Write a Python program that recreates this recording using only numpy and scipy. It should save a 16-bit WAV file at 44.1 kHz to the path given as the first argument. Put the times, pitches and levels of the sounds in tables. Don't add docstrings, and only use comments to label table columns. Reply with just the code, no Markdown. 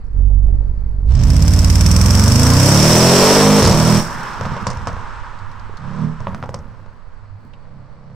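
import sys
import numpy as np
from scipy import signal
from scipy.fft import rfft, irfft, next_fast_len
from scipy.io import wavfile
from scipy.ndimage import uniform_filter1d, map_coordinates

SR = 44100
rng = np.random.default_rng(int(sys.argv[2]) if len(sys.argv) > 2 else 0)


def waveform_to_disk(signal):
    frames = np.transpose(np.atleast_2d(signal))
    scaled = np.clip(frames, -1, 1) * 32767
    samples = np.round(scaled).astype(np.int16)
    wavfile.write(sys.argv[1], SR, samples)


N = 359396
T = np.arange(N) / SR
HZ = np.fft.rfftfreq(N, 1 / SR)
FAR_M = 33

# time in seconds, left minus right in dB.
BOOM_PAN = [(0, -19), (1, -10.5), (1.35, -4), (2.7, -2.5), (3.9, -4.5), (5.4, -10.5), (8.15, -4.5)]


def exhaust(metres):
    hz = revolutions()
    boom_db, rasp_db, hiss_db, scatter_db = effort(hz, metres)
    turns = np.cumsum(hz) / SR
    slots, strength, gas = firings(turns, hz, scatter_db)
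    times = np.interp(slots / len(CYLINDERS), turns, T)
    waves = blowdown(turns, slots, strength)
    revs = np.clip(hz / 45, 0, 1)
    idling = np.clip((7.4 - hz) / 1.2, 0, 1)
    far = np.minimum(metres / FAR_M, 1) ** 2
    boom = pipe_boom(waves, turns, times, idling, far, metres)
    rasp = pipe_rasp(waves, times, strength, revs, idling, far)
    hiss = tailpipe_hiss(times, gas, revs, hiss_db)
    pan_db, = curves(BOOM_PAN)
    pan = undb(np.array([pan_db, -pan_db]) / 2)
    panned_boom = boom * undb(boom_db) * pan / pan.mean(axis=0)
    return (panned_boom + rasp * undb(rasp_db) + hiss * undb(hiss_db)) / metres


# time in seconds, cycles of eight firings per second in Hz.
SPEED = [(0, 5.95), (1.04, 5.95), (1.12, 7.6), (1.2, 12.3), (1.3, 16), (1.5, 18.1), (1.75, 18.2), (2, 20.5),
         (2.25, 23.9), (2.5, 29.4), (2.7, 34.7), (2.96, 41), (3.25, 48.1), (3.46, 51.3), (3.59, 51.8),
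         (3.64, 43), (3.74, 38.3), (3.8, 39), (3.9, 40.9), (3.97, 40.5), (4.1, 37.6), (4.3, 40),
         (5.05, 35.5), (5.25, 32.8), (5.6, 31.4), (5.8, 31.5), (5.9, 35.4), (6, 38.9), (6.08, 39.2),
         (6.7, 35), (7.1, 33), (7.6, 32.3), (8.05, 33.4), (8.15, 34.5)]
SHUDDER_S, SHUDDER_LENGTH_S, SHUDDER_HZ, SHUDDER_DEPTH = 3.7, .15, 13, .025


def revolutions():
    hz, = curves(SPEED)
    since = np.maximum(T - SHUDDER_S, 0)
    rocking = np.sin(2 * np.pi * SHUDDER_HZ * since) * np.exp(-since / SHUDDER_LENGTH_S)
    return hz * (1 + SHUDDER_DEPTH * rocking)


# pressed at in seconds, released at in seconds, opening from 0 to 1.
THROTTLE = [(1.04, 3.6, 1), (3.62, 3.99, 0.95), (5.78, 6.05, 0.58), (7.52, 8.15, 0.24)]


def throttle(attack_s=0.034, release_s=0.065):
    return spells(THROTTLE, attack_s, release_s)


def turbo_boost(spool_up_s=0.53, spool_down_s=1):
    return spells(THROTTLE, spool_up_s, spool_down_s)


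# start in seconds, end in seconds, lift of the boom in dB.
BURBLES = [(3.608, 3.67, 3), (4.05, 4.35, 4.5), (4.37, 4.96, 5), (6.187, 6.594, 5.5), (7.31, 7.399, 0.5)]


def after_burning(attack_s=0.015, release_s=0.075):
    return spells(BURBLES, attack_s, release_s)


# engine speed in Hz, boom in dB, rasp in dB, hiss in dB.
FULL_THROTTLE = [(5.9, 16.5, -19.5, -46.5), (7.55, 19.5, -14.5, -14), (11.7, 8.5, -19, -7.5),
                 (16.66, 14, -12, -1), (21.1, 13, -6.5, 0.5), (29.47, 15, 1, 6), (38.9, 16.5, 10.5, 13.5),
                 (46, 15.5, 17.5, 18.5)]
# time in seconds, change of the boom in dB.
IDLE_SWELL = [(0, -15), (.06, -32.5), (.2, -0.5), (.35, 12), (.55, -5.5), (.77, -14.5), (.97, -12),
              (1.1, -5.5)]
SHUT_BOOM_DB, SHUT_RASP_DB, SHUT_HISS_DB = -24.5, -23.5, -12
BOOST_DB = 22
AIR_LOSS_DB_PER_M = 0.8657
BURBLE_RASP_SHARE = 0.12
LOAD_SCATTER_DB, SHUT_SCATTER_DB = .65, 2


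def effort(hz, metres):
    revs, *columns = np.transpose(FULL_THROTTLE)
    boom_db, rasp_db, hiss_db = (np.interp(hz, revs, column) for column in columns)
    shut = 1 - throttle()
    lag = 1 - turbo_boost()
    burble_db = after_burning()
    swell_db, = curves(IDLE_SWELL)
    return (boom_db + SHUT_BOOM_DB * shut + burble_db + swell_db,
            rasp_db + SHUT_RASP_DB * shut + BURBLE_RASP_SHARE * burble_db + swell_db / 2,
            hiss_db + SHUT_HISS_DB * shut - BOOST_DB * lag - AIR_LOSS_DB_PER_M * metres,
            LOAD_SCATTER_DB + (SHUT_SCATTER_DB - LOAD_SCATTER_DB) * shut ** 4 + burble_db)


# lateness at high revs in firing
# intervals, strength in dB, gas blown out in dB (before the boost brings it out).
CYLINDERS = [(-.22, 2, 10), (.51, 2, -3), (-.15, 2, -3), (.53, -1, -1), (.04, -1, -2), (.05, 0, -4),
             (-.57, -3, -4), (-.18, 2, 0)]


def firings(turns, hz, scatter_db, lumpy_hz=15, stray=.012):
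    slot = len(CYLINDERS) * turns
    k = np.arange(np.ceil(slot[0]) + 1, slot[-1] - 1).astype(int)
    late, db, gas_db = np.array(CYLINDERS)[k % len(CYLINDERS)].T
    lump = np.minimum(np.interp(k, slot, hz) / lumpy_hz, 1) ** 2
    chance = np.clip(rng.standard_normal((len(k), 2)).T, -2, 2)
    slip, burn_db = np.interp(k, slot, scatter_db) * chance
    return k + lump * late + stray * slip, undb(db + burn_db), undb(gas_db + burn_db)


# multiple of the cycle rate, level in dB.
BLOWDOWN = [(.4, -24), (1, 8), (2, 6), (3, 2.5), (4, 3), (5, 1), (6, -1.5), (7, -3.5), (8, -.5), (9, .5),
            (10, -3), (11, -1), (12, -4), (13, -4.5), (15, -12), (17, -11.5), (24, -17), (34, -29),
            (55, -60)]


def blowdown(turns, slots, strength, size=256):
    grid = np.arange(np.floor(turns[0]) * size, np.ceil(turns[-1]) * size) / size
    at = np.clip((slots / len(CYLINDERS) - grid[0]) * size, 0, len(grid) - 1)
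    clicks = np.bincount(np.round(at).astype(int), strength, len(grid))
    shape = undb(spectrum(BLOWDOWN, np.fft.rfftfreq(len(grid), 1 / size)))
    waves = irfft(rfft(clicks - clicks.mean()) * shape, len(grid))
    return np.interp(turns, grid, waves)


# frequency in Hz, level in dB.
PIPE = [(8, -2.5), (20, 11.5), (52, 7.5), (72, 6.5), (90, 6.5), (160, 2), (200, 1.5), (240, 3), (320, -9),
        (440, -6), (700, -26), (1500, -62)]
# frequency in Hz, change in dB.
FAR_BOOM = [(60, -6), (115, -3), (160, 4.5), (200, 4), (230, 4.5), (265, -12.5), (350, -11), (430, 2.5)]
WAVER_DB = 6


def pipe_boom(waves, turns, times, idling, far, metres):
    boom = steady(colour(waves, PIPE))
    boom = (1 - far) * boom + far * colour(boom, FAR_BOOM)
    burble_db = after_burning()
    shut = np.clip(1 - throttle() / .12, 0, 1)
    overrun = np.clip(shut * (1 - idling) + (burble_db / 2.8) ** 2, 0, 1)
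    mixed = np.sqrt(1 - overrun) * boom + np.sqrt(overrun) * coasting(turns, times, burble_db)
    return mixed * undb(WAVER_DB * walk(11) * metres / metres.max())


# frequency in Hz, level in dB.
OVERRUN = [(30, -10), (60, -3), (95, 0.5), (140, 0.5), (230, -0.5), (290, -12.5), (450, -20), (900, -49.5)]
DRONE_ORDER = 3
DRONE_DB, DRONE_FLICKER_DB = 5, 6
DRONE_DROWNED = 2.5


def coasting(turns, times, burble_db):
    flutter = steady(colour(pulses(times, rng.standard_normal(len(times))), OVERRUN))
    drone_db = DRONE_DB + DRONE_FLICKER_DB * walk(13) - DRONE_DROWNED * burble_db
    drone = np.sqrt(2) * np.sin(2 * np.pi * DRONE_ORDER * turns) * undb(drone_db)
    return steady(flutter + drone)


# frequency in Hz, level in dB.
HOWL = [(150, -34), (300, -4.5), (420, 1), (590, 2), (720, -5.5), (1000, -20), (2000, -46.5)]
# frequency in Hz, level in dB.
RASP = [(150, -39.5), (300, -5), (430, 0), (600, 2.5), (740, -4), (1000, -3), (1400, -11.5), (2000, -14),
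        (3000, -15.5), (4500, -16), (9000, -85)]
# frequency in Hz, change in dB.
FAR_LOSS = [(280, -14), (370, -12.5), (440, -0.5), (600, -5), (1200, 2.5), (2500, -10), (5000, -11)]
# frequency in Hz, change in dB.
MUFFLED = [(130, 34.5), (220, 28), (330, 9), (500, 2), (1100, -5.5), (2200, -19.5), (4000, -34.5)]


def pipe_rasp(waves, times, strength, revs, idling, far):
    howl = np.sqrt(revs) * steady(colour(waves, HOWL))
    arrivals = times + .0002 * np.interp(times, T, revs) * rng.standard_normal(len(times))
    front_sizes = strength * undb(2.6 * rng.standard_normal(len(times)))
    fronts = np.sqrt(revs) * steady(colour(pulses(arrivals, front_sizes), RASP))
    flow = puffs(pulses(times, strength), decay_s=0.02) + 0.2
    turbulence = steady(colour(flow * air(width=0.26), RASP))
    rasp = steady(.95 * howl + .9 * fronts + .68 * turbulence)
    rasp = (1 - far) * rasp + far * colour(rasp, FAR_LOSS)
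    return (1 - idling) * rasp + idling * colour(rasp, MUFFLED)


# frequency in Hz, level in dB.
HISS = [(500, -40.5), (1500, -9), (2500, -9.5), (4000, -14.5), (4900, -4.5), (5400, 4), (5900, -2),
        (7000, -9.5), (7700, -7), (8250, -8), (8900, -11.5), (11300, -21), (13000, -14.5), (15500, -24.5)]
JET_WANDER, JET_WANDER_RATE = .018, 110
STEADY_FLOW = .35
GAS_ACCENT, GAS_SCATTER_DB = 2.2, .8


def tailpipe_hiss(times, gas, revs, hiss_db):
    boost = np.interp(times, T, turbo_boost())
    accent = GAS_ACCENT * boost ** .3 * (1 - .72 * np.interp(times, T, revs))
    gas = gas ** accent * undb(GAS_SCATTER_DB * rng.standard_normal(len(gas)))
    flow = puffs(puffs(pulses(times, gas), decay_s=.005), decay_s=.0006)
    whistle = bend(colour(air(width=.85), HISS), 1 + JET_WANDER * walk(JET_WANDER_RATE))
    jet = steady((flow + STEADY_FLOW * np.sqrt(revs)) * whistle)
    force = np.clip((hiss_db + 34.5) / 17, 0, 1)
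    dull_hiss = colour(jet, [(7500, 8.5), (9000, 5.0), (11000, -14.5)])
    return force * jet + (1 - force) * dull_hiss


# start in seconds, peak of
# the bark # in dB, peak of the crack in dB, peak of the low thump in dB, thump pitch in Hz, bark pitch in Hz,
# time scale of the tail in seconds.
BANGS = [(3.627, -8, -7, -9.5, 89, 965, 0.017), (3.65, -11, -5, -9, 85, 1113, 0.02),
         (3.675, -2, -6.5, -20, 80, 908, 0.016), (3.71, -5, -11.5, -7, 175, 800, 0.013),
         (4.411, -7.5, -27, -14.5, 109, 1020, 0.0029), (4.453, -10.5, -31, -19, 146, 1120, 0.012),
         (4.465, -18, -41, -16.5, 146, 950, 0.0032), (4.518, -16, -40.5, -14.5, 134, 910, 0.0025),
         (4.566, -11, -38, -33, 130, 1030, 0.0045), (4.6685, -4.5, -16, -16, 112, 1040, 0.011),
         (4.702, -26, -23.5, -41, 120, 1200, 0.011), (4.712, -19, -27, -31, 119, 980, 0.0071),
         (4.732, -24, -30, -24, 111, 900, 0.0036), (4.771, -29, -35, -17.5, 70, 900, 0.0045),
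         (4.821, -33, -53, -23, 78.4, 900, .004), (4.872, -7.5, -22, -21, 109, 1070, 0.016),
         (4.882, -18, -42, -25, 95, 950, 0.0045), (4.929, -36, -37, -18.5, 69, 850, 0.0044),
         (4.967, -17.5, -50, -20, 92, 950, 0.0041), (6.204, -20, -36, -20, 113, 1060, 0.006),
         (6.2705, -7.5, -50, -23, 111, 990, 0.0075), (6.283, -23, -47, -32, 122, 1100, 0.0068),
         (6.331, -28, -53.5, -23, 105, 1190, .006), (6.3466, -14, -36, -31, 128, 1180, 0.008),
         (6.427, -13.5, -44, -20, 131, 1310, 0.0077), (6.4376, -14, -41, -22, 120, 950, 0.0055),
         (6.459, -25, -45, -35, 125, 850, .005), (6.492, -14.5, -37, -21.5, 115, 960, 0.0026),
         (6.5426, -13.5, -22, -22.5, 133, 1030, 0.0075), (6.59, -33, -39, -23, 75.6, 900, .004),
         (6.862, -28.5, -52, -50, 120, 1000, 0.0039)]
# multiple of its bark pitch, level in dB.
BARK = [(.07, -3.5), (.13, 7), (.19, 22), (.26, 2), (.36, 3.5), (.55, 18), (.74, 6.5), (1, 16), (1.45, 2.5),
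        (2.1, -4), (3.8, -13.5), (9.5, -80)]
# frequency in Hz, level in dB.
CRACK = [(500, -33.5), (2000, -13), (3600, -8), (4600, -1), (5300, 2), (6500, -5), (8200, -13),
         (10000, -27), (15000, -45)]
CRACKLE_PER_S, CRACKLE_SIZE = 1500, .28
CRACK_RAGGED_DB = 4
CRACK_BEND, CRACK_BEND_S = 0.17, 0.0021


def bangs(crack_share=.8, thump_cycles=.45):
    out, t = np.zeros((2, N)), np.arange(SR // 6) / SR
    knots = t[::SR // 500]
    for s, bark_db, crack_db, thump_db, thump_hz, bark_hz, tail_s in BANGS:
        goes_off = rng.random(len(t)) < CRACKLE_PER_S / SR
        crackle = goes_off * np.tanh(air(width=.3, size=len(t)))
        shock = CRACKLE_SIZE * crackle * np.exp(-t / (2 * tail_s)) - (t == 0)
        bark = colour(shock, [(ratio * bark_hz, db) for ratio, db in BARK])
        flutter = undb(CRACK_RAGGED_DB * np.interp(t, knots, rng.standard_normal(len(knots))))
        jet = air(width=0.34, size=len(t)) * flutter * np.exp(-t / (crack_share * tail_s))
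        crack = bend(colour(jet, CRACK), 1 + CRACK_BEND * np.exp(-t / CRACK_BEND_S))
        swing = np.sqrt(t) * np.exp(-t / (thump_cycles / thump_hz + tail_s / 2))
        thump = -np.sin(2 * np.pi * thump_hz * t) * swing
        for part, db in ((bark, bark_db), (crack, crack_db), (thump, thump_db)):
            add(out, s, part / np.abs(part).max() * undb(db))
    return out


# start in seconds, peak in dB.
CHUFFS = [(.3, -25), (0.476, -31.5), (0.607, -33.5), (1.069, -27)]
# frequency in Hz, level in dB.
CHUFF = [(120, -21.5), (330, 6), (700, 3), (1200, -17.5), (2500, -50.5)]


def chuffs(decay_s=0.028):
    out, t = np.zeros((2, N)), np.arange(SR // 5) / SR
    for s, db in CHUFFS:
        puff = colour(air(width=.3, size=len(t)) * np.exp(-t / decay_s), CHUFF)
        add(out, s, puff / np.abs(puff).max() * undb(db))
    return out


def pump(metres, hz=466, db=-54):
    pitch = hz * (1 + .004 * walk(8))
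    return undb(db) / metres * np.sin(2 * np.pi * np.cumsum(pitch) / SR)


LAUNCH_S, LIFT_S, START_M, ACCEL_M_S2, SLOWING_M_S2 = 1.01, 3.62, 1.32, 3.89, 2.13


def drive():
    gained = ACCEL_M_S2 * np.clip(T - LAUNCH_S, 0, LIFT_S - LAUNCH_S)
    lost = SLOWING_M_S2 * np.maximum(T - LIFT_S, 0)
    speed = np.maximum(gained - lost, 0)
    return speed, START_M + np.cumsum(speed) / SR


# frequency in Hz, level in dB.
TYRES = [(250, -16.5), (700, -11.5), (920, 2), (1200, -0.5), (1600, -4.5), (2100, -14.5), (3000, -20.5),
         (4500, -27), (8000, -36.5), (12000, -67)]
TYRE_DB, TYRE_SPEED_POWER = 0, 1.655
HUSH_S, HUSH_LENGTH_S, HUSH_DB = 6.46, 0.17, -3.5


def tyres(speed, metres):
    hush_db = HUSH_DB * np.clip((T - HUSH_S) / HUSH_LENGTH_S, 0, 1)
    roll = (speed / speed.max()) ** TYRE_SPEED_POWER / metres
    return unit(colour(air(width=0.37), TYRES)) * roll * undb(TYRE_DB + hush_db + 1.3 * walk(7.4))


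# start in seconds, peak in dB, ring in Hz.
GRIT = [(5.389, -39.5, 4100), (5.515, -41, 4540), (5.596, -42, 4600), (5.771, -33, 4280),
        (6.498, -45, 5460), (7.535, -39.5, 2700)]


def grit(decay_s=0.0072):
    out, t = np.zeros((2, N)), np.arange(SR // 20) / SR
    for s, db, hz in GRIT:
        burst = air(width=0.57, size=len(t)) * np.exp(-t / decay_s)
        tick = colour(burst, [(hz / 3, -28), (hz, 0), (hz * 2, -19), (hz * 4, -45)])
        add(out, s, tick / np.abs(tick).max() * undb(db))
    return out


# start in seconds, level before the decay in dB, ring in Hz.
KNOCKS = [(5.695, -26.5, 430), (5.739, -32, 400)]


def knocks(decay_s=0.0036):
    out, t = np.zeros((2, N)), np.arange(SR // 10) / SR
    for s, db, hz in KNOCKS:
        add(out, s, undb(db) * np.sin(2 * np.pi * hz * t) * np.exp(-t / decay_s))
    return out


def echoes(x, wet_db=-19, delay_s=0.0075, bass_t60_s=0.82, treble_t60_s=0.28, patchy_db=4, split_hz=2500):
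    t = np.arange(SR) / SR
    scatter = air(width=0.07, size=SR) * undb(patchy_db * walk(90)[:SR]) * (t > delay_s)
    low = signal.sosfilt(signal.butter(2, split_hz, fs=SR, output="sos"), scatter)
    high = signal.sosfilt(signal.butter(2, split_hz, "high", fs=SR, output="sos"), scatter)
    tail = low * undb(-60 * t / bass_t60_s) + high * undb(-60 * t / treble_t60_s)
    tail = tail / np.sqrt(np.sum(tail[0] ** 2))
    wet = signal.fftconvolve(x.mean(axis=0)[None], tail, axes=1)[:, :N]
    walls = [(60, 3), (400, 3), (1200, 1), (3000, 5), (4700, 6.5), (7000, 2), (14000, -4)]  # (Hz, dB)
    return undb(wet_db) * colour(wet, walls)


# frequency in Hz, level in dB.
BACKGROUND_NOISE = [(20, -29), (100, -1), (300, -27.5), (900, -19.5), (2000, -29), (3600, -47),
                    (4500, -35.5), (5500, -52), (8000, -53), (11000, -80)]
# time in seconds, level in dB.
BREEZE = [(0, -21.5), (2.5, -22), (4.2, -29), (5, -26.5), (5.6, -29.5), (8.15, -37)]
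# frequency in Hz, level in dB.
GUSTS = [(3, -12.5), (10, -12.5), (25, -18.5), (50, -24.5), (200, -46.5), (1000, -94)]


def background():
    steady_noise = unit(colour(air(width=0.66), BACKGROUND_NOISE)) * undb(-48.0 + walk(20.0))
    db, = curves(BREEZE)
    gusts = unit(colour(air(width=0.91), GUSTS)) * undb(db + walk(5.3))
    return steady_noise + gusts * np.array([[.25], [1.3]])


def undb(db):
    return 10 ** (np.asarray(db) / 20)


def curves(table):
    s, *columns = np.transpose(table)
    return [np.interp(T, s, c) for c in columns]


def spells(rows, attack_s, release_s):
    total = 0
    for start, end, height in rows:
        rise = 1 - np.exp(-np.clip(T - start, 0, end - start) / attack_s)
        total = total + height * rise * np.exp(-np.maximum(T - end, 0) / release_s)
    return total


def spectrum(points, hz):
    f, db = np.transpose(points)
    return np.interp(np.log(hz + 1e-9), np.log(f), db)


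def colour(x, points):
    size = 2 * next_fast_len(x.shape[-1] // 2 + 4096)
    cepstrum = irfft(np.log(undb(spectrum(points, np.fft.rfftfreq(size, 1 / SR)))))
    cepstrum[1:size // 2] *= 2
    cepstrum[size // 2 + 1:] = 0
    return irfft(rfft(x, size) * np.exp(rfft(cepstrum)))[..., :x.shape[-1]]


def unit(x):
    return x / np.sqrt(np.mean(x ** 2))


def running_power(x, size):
    power = np.mean(np.atleast_2d(x) ** 2, axis=0)
    return np.abs(uniform_filter1d(uniform_filter1d(power, size), size)) + 1e-18


def steady(x):
    return x / np.sqrt(running_power(x, SR // 9))


def walk(rate):
    k = int(SR / rate)
    steps = np.repeat(rng.standard_normal(N // k + 1), k)
    return 1.3 * uniform_filter1d(uniform_filter1d(steps, k), k)[:N]


def air(width, size=N):
    mid, side = rng.standard_normal((2, size))
    return unit(np.array([mid + width * side, mid - width * side]))


def pulses(times, sizes):
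    at = np.clip(times * SR, 0, N - 2)
    i = at.astype(int)
    return np.bincount(i, sizes * (1 - at + i), N) + np.bincount(i + 1, sizes * (at - i), N)


def puffs(clicks, decay_s):
    return steady(signal.lfilter([1], [1, -np.exp(-1 / (decay_s * SR))], clicks))


def bend(x, rate):
    return np.array([map_coordinates(channel, [np.cumsum(rate)], mode="mirror") for channel in x])


def add(out, s, sound):
    i = int(s * SR)
    out[:, i:i + sound.shape[-1]] += sound[..., :N - i]


NEAR_ECHO_SHARE = .6


def scene():
    speed, metres = drive()
    pipes, pops = exhaust(metres), bangs()
    echo_share = np.clip(metres / FAR_M, NEAR_ECHO_SHARE, 1)
    street = echoes(pipes * echo_share + undb(3) * pops)
    car = pipes + pops + chuffs() + pump(metres)
    road = tyres(speed, metres) + grit() + knocks()
    return car + road + street + background()


def gain_control(x, knee_db=-8.5, ratio=28):
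    over_db = np.maximum(10 * np.log10(running_power(x, SR // 18)) - knee_db, 0)
    return x * undb(-over_db * (1 - 1 / ratio))


# frequency in Hz, left minus right in dB.
PORTS = [(700, 0), (1300, -4), (2400, 2), (4400, -2.5), (5600, -7), (8100, 12), (15000, 5)]
TOP_HZ = 15650


def record(dry, ceiling=1.0):
    lean_db = spectrum(PORTS, HZ)
    ported = irfft(rfft(dry) * undb(np.array([lean_db, -lean_db]) / 2), N)
    held = gain_control(ported)
    rounded = held / (1 + (held / ceiling) ** 4) ** (1 / 4)
    return signal.sosfilt(signal.ellip(10, .2, 70, TOP_HZ, fs=SR, output="sos"), rounded)


dry = scene()
out = record(dry)
waveform_to_disk(out)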